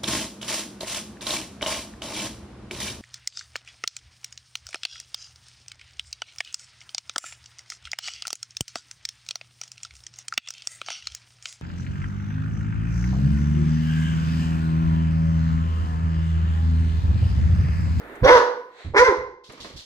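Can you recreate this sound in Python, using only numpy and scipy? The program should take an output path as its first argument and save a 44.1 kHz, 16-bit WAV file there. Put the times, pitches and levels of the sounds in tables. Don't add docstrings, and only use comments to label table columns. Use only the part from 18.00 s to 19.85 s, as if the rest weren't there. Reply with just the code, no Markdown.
import sys
import numpy as np
from scipy import signal
from scipy.fft import rfft, irfft, next_fast_len
from scipy.io import wavfile
from scipy.ndimage import uniform_filter1d, minimum_filter1d, map_coordinates

SR = 44100
rng = np.random.default_rng(int(sys.argv[2]) if len(sys.argv) > 2 else 0)


def put_to_file(sound):
    columns = np.atleast_2d(sound).T
    safe = np.clip(columns, -1, 1)
    whole_steps = np.round(safe * 32767)
    wavfile.write(sys.argv[1], SR, whole_steps.astype(np.int16))


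N = 81585

# freq_hz, density_db_per_hz
ROOM_TONE_SPECTRUM = [(25, -4), (120, -6), (500, 1.5), (2000, -14.5), (6000, -35.5), (15000, -71)]
ROOM_TONE_DB = -72

# start_s, level_db, pitch_hz, t60_s
LOW_THUDS = [(0, -55.5, 52.8, 1), (0.213, -24.5, 89, 0.18), (0.222, -16, 54, 0.15), (0.311, -26, 65, 0.24),
             (0.844, -31, 78.7, 0.41), (0.989, -29.5, 55.2, 0.17), (1.081, -26.5, 62.6, 0.061),
             (1.168, -44, 61.7, 0.45), (1.489, -39, 238, 0.046), (1.6, -50.5, 59, 0.43),
             (1.731, -35.5, 101, 0.096), (1.752, -35.5, 59.2, 0.12)]
# freq_hz, density_db_per_hz
FLOOR_SPECTRUM = [(20, -8), (55, -10), (100, -4.5), (165, -11), (280, -19), (600, -33.5), (2000, -81.5),
                  (6000, -130)]
THUD_RISE_S, THUD_NOISE_DB = 0.0075, 0.5

# start_s, level_db, hold_s, t60_s
SHORT_HISSES = [(0, -63.5, 0.017, 0.24), (1.436, -51.5, 0.036, 1), (1.599, -43, 0.031, 0.56),
                (1.761, -43.5, 0.04, 0.36)]
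# freq_hz, density_db_per_hz
HISS_SPECTRUM = [(300, -12.5), (2400, -8.5), (3300, 2), (4200, 4), (6000, -4), (8500, -14.5), (11500, -22),
                 (15000, -33.5)]

# peak_s, rise_s, fall_s, level_db
BREATHS = [(0.122, 0.21, 0.42, -41.5), (0.829, 0.077, 0.087, -46)]
# freq_hz, density_db_per_hz
BREATH_SPECTRA = [
    [(150, -15.5), (390, 2), (850, -8.5), (1800, -6), (2900, -23), (3700, -24), (5200, -38.5), (14000, -36)],
    [(150, -29.5), (450, 5), (1200, -1.5), (2000, 3.5), (2900, -6.5), (4100, -0.5), (5000, -16),
     (7800, -16.5), (10000, -35), (14000, -42)],
]

# start_s, level_db
CLICKS = [(0.155, -56), (1.522, -52.5)]
# freq_hz, density_db_per_hz
CLICK_SPECTRUM = [(2000, -49.5), (7000, -10), (11000, -16), (15000, -28.5)]
CLICK_T60_S = 0.068

# time_s, pitch_hz, voice_db, brightness_db, rasp_db, roughness (0-1)
BARK_CONTOURS = [
    [(.232, 248, -30.5, 0.5, -39.5, 0.43), (.248, 256.3, -12, -28, -19.5, 0.42),
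     (.268, 276.4, -0.5, -10.5, -29.5, 0.1), (.281, 292.3, -12.5, -3.5, -16, 0.31),
     (.297, 306.5, -1.5, -1, -17, 0.26), (.304, 488.9, -11, -2.5, -15.5, 0.19),
     (.336, 505.9, -10.5, -3.5, -17, 0.45), (.356, 488.6, -7.5, -5, -25, 0.13),
     (.374, 475.6, -14, -2, -20, 0.41), (.392, 411.8, -19, -10.5, -37.5, 0.33),
     (.418, 331.4, -21, -9, -46.5, 0.8)],
    [(.938, 289.2, -26.5, -17.5, -53, 0.55), (.953, 378.6, -17.5, -6, -39.5, 0.99),
     (.969, 402.5, -15.5, 4.5, -27.5, 0.52), (.982, 430.6, -20, 8.5, -14.5, 0.11),
     (1.001, 482.9, -16, 8, -35, 0.2), (1.026, 505.4, -12.5, -6.5, -36.5, 0.27),
     (1.05, 522.4, -25.5, 9, -33, 0.07), (1.072, 510.2, -20, 3.5, -28.5, 0.11),
     (1.087, 435, -14, -4.5, -31.5, 0.26), (1.102, 391, -20.5, 0, -55, 0.3),
     (1.128, 332.8, -12, -25.5, -44, 0.37)],
]
# freq_hz, gain_db
THROAT_RESPONSE = [(220, -31.5), (300, -20.5), (390, -5.5), (510, -1.5), (700, -28.5), (800, -13.5),
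                   (1000, -4), (1220, -17.5), (1520, -11), (1850, -12.5), (2150, -10.5), (2750, -38),
                   (4200, -39.5), (5900, -42), (7500, -54), (15000, -66.5)]
# freq_hz, share
JAW_OPENING = [(550, 0.014), (950, 0.7), (1700, 1.28), (5000, 1.96)]
# freq_hz, density_db_per_hz
RASP_SPECTRUM = [(170, -39), (300, -5), (410, 5.5), (540, 10), (760, 1), (1150, 7), (1700, 10),
                 (2250, -3.5), (2800, -4), (4200, -7), (6100, -14), (7400, -28), (11000, -28), (15000, -46)]
JITTER_RATIO, SHIMMER_DB, WOBBLE_KNOTS_PER_S = 0.039, 6, 420
SUBTONE_GAIN = 0.8
BARK_EDGE_S, MOUTH_CUT_HZ = 0.00093, 220

# freq_hz, t60_s
TAIL_T60 = [(120, 0.85), (450, 0.54), (1000, 0.51), (2200, 0.5), (5500, 0.47), (12000, 0.33)]
# freq_hz, level_db
ECHO_SPECTRUM = [(100, -9), (300, -3.5), (500, 1.5), (1000, 6.5), (2200, -3), (6000, 9), (14000, 1)]
# freq_hz, level_db, t60_s
RINGING_MODES = [(409.3, -59, 0.38), (486.5, -59, 0.45), (986, -68, 0.29), (1036.6, -60.5, 0.72),
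                 (1490, -59, 0.61), (2074, -65, 0.64)]
TAIL_DB, EARLY_DB, EARLY_T60_S, ECHO_RISE_S = -1.5, -3, 0.093, 0.00054
HEAD_SWING_HZ = 2.532

# start_s, level_db, hold_s, t60_s
LUNGE_SCUFFS = [(1.496, -41.5, 0.0029, 0.22), (1.53, -53, 0.04, 0.22), (1.572, -49.5, 0.0043, 0.93),
                (1.644, -40, 0.0055, 0.22), (1.7, -54, 0.022, 0.3)]
# freq_hz, density_db_per_hz
SCUFF_SPECTRUM = [(80, -9.5), (250, 1.5), (500, 3), (800, -6.5), (1100, 0.5), (1500, -8), (2050, -3.5),
                  (2700, -10), (5000, -15.5), (12000, -38.5)]

# freq_hz, correlation
STEREO_LIKENESS = [(100, 0.92), (500, 0.94), (1000, 0.79), (2000, 0), (6000, 0)]
# freq_hz, difference_db
STEREO_BALANCE = [(60, -4.5), (400, -4.5), (700, -4), (1300, -0.5), (2400, -0.5), (8000, -1.5)]
LEFT_LEAD_S = 0.00016
CEILING_DB, LIMIT_HOLD_S, TOP_HZ = -0.2, 0.0031, 15600


def amp(db):
    return 10 ** (np.asarray(db) / 20)


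def unit(x):
    return x / np.sqrt(np.mean(x ** 2) + 1e-20)


def along(points, hz):
    freq_hz, value = np.transpose(points)
    return np.interp(np.log(hz + 1), np.log(freq_hz + 1), value)


def clock():
    return np.arange(N) / SR


def fade(t, t60_s):
    return np.exp(-np.log(1000) * np.maximum(t, 0) / t60_s)


def wobble(knots_per_s):
    knots = rng.standard_normal(N // 8)
    return map_coordinates(knots, [clock() * knots_per_s], mode="wrap")


def filtered(x, response):
    size = next_fast_len(N + SR // 2)
    hz = np.fft.rfftfreq(size, 1 / SR)
    return irfft(rfft(x, size) * response(hz), size)[..., :N]


def diffuse(spectrum):
    def mid_side_gain(hz):
        angle = np.arccos(np.clip(along(STEREO_LIKENESS, hz), -1, 1)) / 2
        return amp(along(spectrum, hz)) * [np.cos(angle), np.sin(angle)]

    mid, side = filtered(rng.standard_normal((2, N)), mid_side_gain)
    return unit(np.array([mid + side, mid - side]))


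def rubs(events, spectrum, grain_db, rise_s):
    t = clock()
    level = np.zeros(N)
    for start_s, level_db, hold_s, t60_s in events:
        attack = np.clip((t - start_s) / rise_s, 0, 1)
        level += amp(level_db) * attack * fade(t - start_s - hold_s, t60_s)
    grain = amp(grain_db * wobble(480))
    return level * unit(diffuse(spectrum) * grain)


def room_tone():
    return amp(ROOM_TONE_DB) * diffuse(ROOM_TONE_SPECTRUM)


def thuds():
    out = np.zeros((2, N))
    rumble = amp(THUD_NOISE_DB) * diffuse(FLOOR_SPECTRUM)
    for start_s, level_db, pitch_hz, t60_s in LOW_THUDS:
        t = np.maximum(clock() - start_s, 0)
        envelope = (1 - np.exp(-t / THUD_RISE_S)) * fade(t, t60_s)
        boom = np.sqrt(2) * np.sin(2 * np.pi * pitch_hz * t)
        out += amp(level_db) * envelope * (boom + rumble)
    return out


def hisses():
    return rubs(SHORT_HISSES, HISS_SPECTRUM, grain_db=1.0, rise_s=0.0073)


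def gasps():
    out = np.zeros((2, N))
    for (peak_s, rise_s, fall_s, level_db), spectrum in zip(BREATHS, BREATH_SPECTRA):
        t = clock() - peak_s
        swell = np.exp(-(t / np.where(t < 0, rise_s, fall_s)) ** 2)
        out += amp(level_db + 0.8 * wobble(53.1)) * swell * diffuse(spectrum)
    return out


def ticks():
    t = clock()
    level = sum(amp(level_db) * (t >= start_s) * fade(t - start_s, CLICK_T60_S)
                for start_s, level_db in CLICKS)
    return level * diffuse(CLICK_SPECTRUM)


def bark(contour, count=30):
    t = clock()
    time_s, *columns = np.transpose(contour)
    pitch_hz, voice_db, bright_db, rasp_db, rough = [np.interp(t, time_s, c) for c in columns]
    rough = np.clip(rough, 0, 1)
    jitter = 1 + JITTER_RATIO * rough * wobble(WOBBLE_KNOTS_PER_S)
    phase = 2 * np.pi * np.cumsum(pitch_hz * jitter) / SR

    def partial(k):
        hz = k * pitch_hz
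        level_db = along(THROAT_RESPONSE, hz) + bright_db * along(JAW_OPENING, hz)
        return amp(level_db) * np.cos(k * phase + rng.uniform(0, 2 * np.pi))

    voice = sum(partial(k) for k in range(1, count))
    voice += SUBTONE_GAIN * rough * sum(partial(k + 0.5) for k in range(1, count // 2))
    voice *= amp(voice_db + SHIMMER_DB * rough * wobble(WOBBLE_KNOTS_PER_S))

    puffs = rng.standard_normal(N) * (1 + np.cos(phase))
    rasp = amp(rasp_db) * unit(filtered(puffs, lambda hz: amp(along(RASP_SPECTRUM, hz))))

    inside_s = np.minimum(t - time_s[0], time_s[-1] - t)
    gate = np.clip(inside_s / BARK_EDGE_S + 1, 0, 1)
    call = (np.sqrt(2) * voice + rasp) * gate
    return filtered(call, lambda hz: hz ** 8 / (hz ** 8 + MOUTH_CUT_HZ ** 8))


def room(x):
    t = clock()
    hz, frame_s, bands = signal.stft(diffuse(ECHO_SPECTRUM), SR, nperseg=256)
    decay = fade(frame_s, along(TAIL_T60, hz)[:, None])
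    tail = signal.istft(bands * decay, SR, nperseg=256)[1][:, :N]
    early = diffuse(ECHO_SPECTRUM) * fade(t, EARLY_T60_S)
    answer = (amp(TAIL_DB) * unit(tail) + amp(EARLY_DB) * unit(early)) / np.sqrt(N)
    answer = answer * np.clip(t / ECHO_RISE_S, 0, 1)
    return signal.fftconvolve(x[None], answer, axes=1)[:, :N]


def in_room(x):
    t = clock()
    swing = 2 * np.pi * HEAD_SWING_HZ * t
    echoes = room(x * np.cos(swing)) + room(x * np.sin(swing))
    modes = sum(amp(level_db) * fade(t, t60_s) * np.cos(2 * np.pi * freq_hz * t)
                for freq_hz, level_db, t60_s in RINGING_MODES)
    return x + echoes + signal.fftconvolve(x, modes)[:N]


def scuffs():
    return rubs(LUNGE_SCUFFS, SCUFF_SPECTRUM, grain_db=1.0, rise_s=0.0024)


def scene():
    sound = room_tone() + thuds() + hisses() + gasps() + ticks() + scuffs()
    sound += sum(in_room(bark(contour)) for contour in BARK_CONTOURS)
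    sides = np.array([[0.5], [-0.5]])

    def stereo_response(hz):
        gain = amp(sides * along(STEREO_BALANCE, hz))
        return gain * np.exp(2j * np.pi * hz * LEFT_LEAD_S * sides)

    return filtered(sound, stereo_response)


def record(dry):
    size = int(LIMIT_HOLD_S * SR)
    peak = np.abs(dry).max(axis=0)
    needed = np.minimum(1, amp(CEILING_DB) / (peak + 1e-9))
    gain = uniform_filter1d(minimum_filter1d(needed, size), size)
    return filtered(dry * gain, lambda hz: hz < TOP_HZ)


dry = scene()
out = record(dry)
put_to_file(out)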